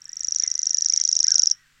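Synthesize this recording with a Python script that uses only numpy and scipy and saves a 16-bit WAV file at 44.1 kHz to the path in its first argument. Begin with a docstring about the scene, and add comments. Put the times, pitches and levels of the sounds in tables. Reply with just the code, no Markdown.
"""A grasshopper warbler's fast reel swells close by, sung from the top of a bush, and then stops.
Each syllable, about 26 a second, is a filtered impulse (click), a rising tone burst (tick) and a loud falling tone.
Discrete echoes and decaying noise tails model the scattering by twigs and leaves.
Far off, small birds twitter as arched tones and bursts of coloured noise.
Beneath lie shaped noise for the open air, a low rumble and a faint hum of steady sinusoids."""
import sys
import numpy as np
from scipy import signal
from scipy.fft import rfft, irfft
from scipy.io import wavfile

SR = 44100
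rng = np.random.default_rng(int(sys.argv[2]) if len(sys.argv) > 2 else 0)


def int16_out(signal):
    """Quantize to a 16-bit WAV file."""
    q = np.round(np.clip(np.atleast_2d(signal).T, -1, 1) * 32767)
    wavfile.write(sys.argv[1], SR, q.astype(np.int16))


N = 79380  # samples

# Spectrum of the open air, normalised in use [f/Hz, relative density level/dB]
AIR_SPECTRUM = [(25, 4.5), (60, -9), (120, -12), (250, -17), (500, -19.5), (800, -21), (1300, -12.5),
                (2600, -8), (4000, -9.5), (6000, -12.5), (8000, -12.5), (10000, -28.5), (14500, -24.5),
                (16000, -48.5)]
# Spectrum of the blur of many distant birds, normalised in use [f/Hz, relative density level/dB]
CHORUS_SPECTRUM = [(700, -36.5), (1100, -7.5), (1550, 2), (2000, -1), (2600, -12.5), (4000, -24)]
# Spectrum of the low rumble, normalised in use [f/Hz, relative density level/dB]
RUMBLE_SPECTRUM = [(25, -1.5), (80, -3), (160, -11.5), (500, -28.5), (2000, -97.5)]
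# Course of the low rumble [t/s, level/dB]
RUMBLE_LEVEL = [(0.2, -82), (0.25, -68.5), (0.49, -67), (0.56, -84), (0.76, -80.5), (0.87, -66),
                (0.98, -75), (1.2, -74.5), (1.31, -64.5), (1.6, -78.5), (1.75, -76.5)]
# Steady hum lines [f/Hz, rms level/dB]
HUM_LINES = [(100, -81.5), (150, -76.5), (250, -84), (800, -91.5)]
# Stereo width of diffuse sound [f/Hz, side gain level/dB]
DIFFUSE_WIDTH = [(30, -13), (300, -3.5), (700, -3.5), (1500, -16.5), (6000, -14.5), (11000, -2)]
# Far birds' arched calls
# [t/s, length/s, start f/Hz, middle f/Hz, end f/Hz, level before trim/dB, roughness 0-1]
FAR_CALLS = [(0.054, 0.1, 1620, 1864, 1964, -61, .25), (0.148, 0.12, 1980, 2004, 1807, -63.5, 0.49),
             (0.388, 0.093, 1400, 1938, 2043, -62, 0.3), (0.419, .12, 2110, 2021, 1906, -58.5, 0.2),
             (0.53, 0.12, 1704, 2038, 1764, -60.5, .25), (0.653, 0.14, 1950, 1933, 1653, -64.5, .3),
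             (0.742, .15, 1598, 1898, 1560, -65, 0.39), (0.907, 0.036, 2000, 2330, 2000, -57.5, 0.18),
             (0.965, 0.055, 1750, 2180, 1643, -54, 0.3), (0.977, 0.054, 3240, 3294, 3040, -59, 0),
             (1.233, 0.039, 1374, 1854, 2045, -51.5, .3), (1.267, 0.083, 1360, 1634, 1292, -45.5, .19),
             (1.369, 0.083, 1400, 1450, 1334, -59.5, .2), (1.454, 0.1, 3520, 3296, 2870, -66, 0.08),
             (1.542, .13, 1680, 1960, 1552, -65, 0.04)]
# Far birds' harsh chirrs [t/s, length/s, level/dB]
FAR_CHIRRS = [(.405, 0.068, -47.5), (.905, 0.054, -54.5), (.97, .06, -52.5), (1.235, 0.085, -53.5)]
# Spectrum of the chirrs, normalised in use [f/Hz, relative level/dB]
CHIRR_SPECTRUM = [(700, -37.5), (1050, -5), (1350, -3.5), (2100, 9), (2650, -7.5), (3300, -0.5), (4200, 0),
                  (7000, -39)]
# Syllables of the reel [note start t/s, note level before trim/dB, tick level before trim/dB]
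REEL_SYLLABLES = [(0.0187, -31.5, -48), (0.0551, -27, -35.5), (0.093, -24.5, -37), (0.131, -22, -32.5),
                  (0.169, -19, -30), (0.2069, -16.0, -24), (0.246, -13.6, -17.1), (0.2836, -12, -20),
                  (0.3217, -11, -18), (0.3602, -9.5, -13), (0.3981, -9.5, -15), (0.436, -9, -13.5),
                  (0.4767, -11, -18.4), (0.5146, -11.0, -17), (0.5532, -13, -19.0), (0.5914, -11.5, -18.5),
                  (0.6303, -11.5, -16.5), (0.6689, -8.5, -12), (0.7071, -10, -13.5), (0.7448, -8, -16.5),
                  (0.7835, -9.5, -11.5), (0.8216, -9, -12), (0.8596, -7.3, -10), (0.8983, -8, -11),
                  (0.9365, -7.0, -10.5), (0.9747, -7.5, -7.5), (1.0128, -8.5, -9), (1.051, -8, -9.5),
                  (1.0894, -8.5, -9.5), (1.1275, -7, -10), (1.1657, -7.5, -9), (1.2033, -7, -8),
                  (1.2423, -6.5, -8.5), (1.2809, -6.0, -8), (1.3182, -5, -6.5), (1.356, -5, -6.5),
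                  (1.3945, -4.5, -6), (1.433, -6, -6.5), (1.4709, -5.5, -8), (1.5124, -6.5, -13)]
# The note lengthens and falls faster as the bird warms up
# [t/s, nominal f at note start/Hz, fall/(Hz per ms), length/ms]
NOTE_EFFORT = [(0.02, 5724, 56.22, 4.15), (0.3, 5917, 92.5, 5.5), (0.85, 5934, 108.1, 5.77),
               (1.45, 5893, 118.4, 6.36)]
# The tick sinks in pitch overall as the bird warms up [t/s, f at its peak/Hz]
TICK_PEAK_PITCH = [(0.05, 7030), (0.35, 6205), (0.58, 6250), (0.85, 6076), (1.45, 5962)]
# Click filter, and normalised spectrum of the rasp [f/Hz, level/dB]
CLICK_SPECTRUM = [(1800, -25.5), (2700, -15.5), (4100, 6.5), (5200, 0.5), (7200, -8), (8300, -3.5),
                  (10000, -41.5), (16000, -48.5)]
# Reflections from the twigs and leaves [delay/ms, level/dB]
LEAF_ECHOES = [(1.8, -22), (7.3, -29.5), (9.4, -20.5), (14, -25.5)]
# Side signal that makes the song slightly louder at the right microphone [f/Hz, side gain level/dB]
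RIGHT_MIC_SIDE = [(3000, -27), (4800, -23), (5700, -41), (6500, -29.5), (8000, -25)]

# Background: levels, and spread of the slow level changes (dB)
AIR_DB, AIR_SWELL_DB, CHORUS_DB, CHORUS_SWELL_DB = -64.5, 0.4, -65.5, 1.2
# Far birds: level trim (dB), relative pitch spread, flutter bandwidth (Hz)
CALL_TRIM_DB, CALL_SPREAD, CALL_FLUTTER_HZ = 1, 0.12, 345
# Far birds: left-right difference and tail level (dB), decay time (s)
FAR_PAN_DB, FAR_WET_DB, FAR_T60_S = 1, -9, 0.38
# Note: trim (dB), envelope times (ms), level rise over its first 2 ms (dB)
NOTE_TRIM_DB, NOTE_LEAD_MS, NOTE_ATTACK_MS, NOTE_RELEASE_MS, NOTE_SWELL_DB = -0.9, 0.55, 0.85, 3.22, 0.5
# Note: relative pitch spread within and between syllables, second harmonic and rasp levels (dB)
NOTE_WAVER, NOTE_SCATTER, OVERTONE_DB, RASP_DB = 0.0056, 0.0024, -66, -43
# Tick: peak ahead of the note start, rise and fall constants (ms), level trim (dB)
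TICK_LEAD_MS, TICK_RISE_MS, TICK_FALL_MS, TICK_TRIM_DB = 12.1, 0.41, 0.51, -0.5
# Tick: upward sweep, limit of its rise past the peak, lowest frequency
TICK_SWEEP_HZ_PER_MS, TICK_HEADROOM_HZ, TICK_LOW_HZ = 2630, 750, 3386
# Tick rasp level (dB) and decay constant (ms)
TICK_RASP_DB, TICK_RASP_MS = -24, 1.4
# Click: time ahead of the note start (ms), level relative to the tick table before filtering (dB)
CLICK_LEAD_MS, CLICK_DB = 16.8, -5.5
# Bush and field tails: levels (dB), decay times (s), extra side level (dB)
BUSH_DB, BUSH_T60_S, FIELD_DB, FIELD_T60_S, TAIL_SIDE_DB = -20, 0.11, -42.5, 0.5, -1
TOP_HZ = 15800  # recorder passband edge


def undb(db):
    """Level-to-gain law: amplitude is ten to the power of level/20."""
    return 10 ** (np.asarray(db) / 20)


def curve(table, at, axis=1):
    """Linear interpolation of one table column."""
    table = np.array(table, float)
    return np.interp(at, table[:, 0], table[:, axis])


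def colour(x, points):
    """Zero-phase spectral weighting, with level interpolated over log frequency."""
    hz, db = np.array(points, float).T
    f = np.maximum(np.fft.rfftfreq(N, 1 / SR), 1)
    gain = undb(np.interp(np.log(f), np.log(hz), db))
    return irfft(rfft(x) * gain, N)


def noise(points):
    """Spectral shaping of Gaussian white noise, normalised to unit rms."""
    x = colour(rng.standard_normal(N), points)
    return x / x.std()


def walk(rate):
    """Smooth random fluctuation of unit spread: noise under a Gaussian low-pass of width rate/Hz."""
    f = np.fft.rfftfreq(N, 1 / SR)
    lowpass = np.exp(-(f / rate) ** 2) * (f > 0)
    x = irfft(rfft(rng.standard_normal(N)) * lowpass, N)
    return x / x.std()


def ramp(u):
    """Sine-squared transition from 0 to 1."""
    return np.sin(np.clip(u, 0, 1) * np.pi / 2) ** 2


def pan(x, db):
    """Stereo placement by interchannel level difference; positive favours the left."""
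    return x * undb(np.array([[db], [-db]]) / 2)


def scatter(x, t60):
    """Diffuse reverberation: convolution with exponentially decaying noise of unit energy."""
    t = np.arange(N // 2) / SR
    decay = undb(-60 * t / t60)
    tail = rng.standard_normal(len(t)) * decay * ramp(t / .004)
    return signal.fftconvolve(x, tail / np.linalg.norm(tail))[:N]


def widen(mid, side):
    """Mid-side stereo: the side signal has a frequency-dependent gain and opposite signs left and right."""
    return mid + colour(side, DIFFUSE_WIDTH) * np.array([[1], [-1]])


def outdoors():
    """Superposition of shaped noises under varying envelopes and steady sinusoidal hum lines."""
    t = np.arange(N) / SR
    air_gain = undb(AIR_DB + AIR_SWELL_DB * walk(3))
    air = air_gain * widen(noise(AIR_SPECTRUM), noise(AIR_SPECTRUM))
    chorus_gain = undb(CHORUS_DB + CHORUS_SWELL_DB * walk(10))
    chorus = chorus_gain * widen(noise(CHORUS_SPECTRUM), noise(CHORUS_SPECTRUM))
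    rumble_gain = undb(curve(RUMBLE_LEVEL, t))
    rumble = rumble_gain * widen(noise(RUMBLE_SPECTRUM), noise(RUMBLE_SPECTRUM))
    hum = 0
    for hz, db in HUM_LINES:
        peak = undb(db) * np.sqrt(2)
        hum = hum + peak * np.sin(2 * np.pi * (hz * t + rng.random()))
    return air + chorus + rumble + hum


def far_birds():
    """Frequency modulation gives arched whistles, gated noise gives chirrs; reverberation blurs both."""
    t = np.arange(N) / SR
    twitter, flutter, harsh = np.zeros(N), walk(CALL_FLUTTER_HZ), noise(CHIRR_SPECTRUM)
    for start, length, first, middle, last, db, rough in FAR_CALLS:
        u = np.clip((t - start) / length, 0, 1)
        arch = np.polyfit([0, .5, 1], [first, middle, last], 2)  # parabola through three pitches
        hz = np.polyval(arch, u) * (1 + CALL_SPREAD * rough * flutter)
        envelope = np.sqrt(2 * np.abs(np.sin(np.pi * u)))
        whistle = np.sin(2 * np.pi * np.cumsum(hz) / SR)
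        twitter += undb(db + CALL_TRIM_DB) * envelope * whistle
    for start, length, db in FAR_CHIRRS:
        envelope = np.sin(np.pi * np.clip((t - start) / length, 0, 1))
        twitter += undb(db) * envelope * harsh
    tail = widen(scatter(twitter, FAR_T60_S), scatter(twitter, FAR_T60_S))
    return pan(twitter, FAR_PAN_DB) + undb(FAR_WET_DB) * tail


def falling_note(start, ms, chance, waver, rasp):
    """Phase integration of a falling frequency, with a weak second harmonic and rasp, under a soft envelope."""
    top, fall, length = (curve(NOTE_EFFORT, start, axis) for axis in (1, 2, 3))
    hz = (top - fall * ms) * (1 + NOTE_SCATTER * chance + NOTE_WAVER * waver)
    phase = 2 * np.pi * np.cumsum(hz) / SR
    attack = ramp((ms + NOTE_LEAD_MS) / NOTE_ATTACK_MS)
    release = ramp((length - ms) / NOTE_RELEASE_MS)
    swell = undb(-NOTE_SWELL_DB * (0.5 - ramp(ms / 2)))
    tone = np.sin(phase) + undb(OVERTONE_DB) * np.sin(2 * phase)
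    return attack * release * swell * (tone + undb(RASP_DB) * rasp)


def rising_tick(start, ms, rasp):
    """Phase integration of a fast upward sweep that saturates past the burst's peak, trailed by rasp."""
    u = ms + TICK_LEAD_MS  # time from the peak
    sweep = TICK_SWEEP_HZ_PER_MS * u
    saturated = TICK_HEADROOM_HZ * np.tanh(sweep / TICK_HEADROOM_HZ)
    hz = curve(TICK_PEAK_PITCH, start) + np.where(u < 0, sweep, saturated)
    rise = np.exp(-np.abs(u / TICK_RISE_MS) ** 1.52)
    fall = np.cosh(u / TICK_FALL_MS) ** -1.5
    burst = np.where(u < 0, rise, fall)
    tone = burst * np.sin(2 * np.pi * np.cumsum(np.maximum(hz, TICK_LOW_HZ)) / SR)
    grit = undb(TICK_RASP_DB) * ramp(u) * np.exp(-np.abs(u) / TICK_RASP_MS)
    return tone + grit * rasp


def warbler():
    """Superposition of syllables: a filtered band-limited impulse, a rising tick and a falling note."""
    song, clicks, waver, rasp = np.zeros(N), np.zeros(N), walk(900), noise(CLICK_SPECTRUM)
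    t = np.arange(N) / SR
    chances = rng.standard_normal(len(REEL_SYLLABLES))
    for (start, note_db, tick_db), chance in zip(REEL_SYLLABLES, chances):
        near = np.abs(t - start) < .025
        ms = (t[near] - start) * 1000  # time from the note start
        note = falling_note(start, ms, chance, waver[near], rasp[near])
        tick = rising_tick(start, ms, rasp[near])
        impulse = np.sinc((ms + CLICK_LEAD_MS) * SR / 1000)
        song[near] += undb(note_db + NOTE_TRIM_DB) * note + undb(tick_db + TICK_TRIM_DB) * tick
        clicks[near] += undb(tick_db + CLICK_DB) * impulse
    return song + colour(clicks, CLICK_SPECTRUM)


def bush(song):
    """Multipath propagation: discrete leaf echoes and faint diffuse tails join the direct sound."""
    f = np.fft.rfftfreq(N, 1 / SR)
    # a delay is a phase rotation proportional to frequency
    leaves = sum(undb(db) * np.exp(-2j * np.pi * f * ms / 1000) for ms, db in LEAF_ECHOES)
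    near = song + irfft(rfft(song) * leaves, N)
    mid, side = (undb(BUSH_DB) * scatter(song, BUSH_T60_S) + undb(FIELD_DB) * scatter(song, FIELD_T60_S)
                 for _ in range(2))
    tail = widen(mid, undb(TAIL_SIDE_DB) * side)
    return near + colour(near, RIGHT_MIC_SIDE) * np.array([[-1], [1]]) + tail


def scene():
    """Linear superposition of the open air, the far birds and the warbler in its bush."""
    return outdoors() + far_birds() + bush(warbler())


def record(dry):
    """Band limitation: the recorder's elliptic low-pass cuts the very top."""
    lowpass = signal.ellip(8, .1, 70, TOP_HZ, fs=SR, output="sos")
    return signal.sosfilt(lowpass, dry)


dry = scene()
out = record(dry)
int16_out(out)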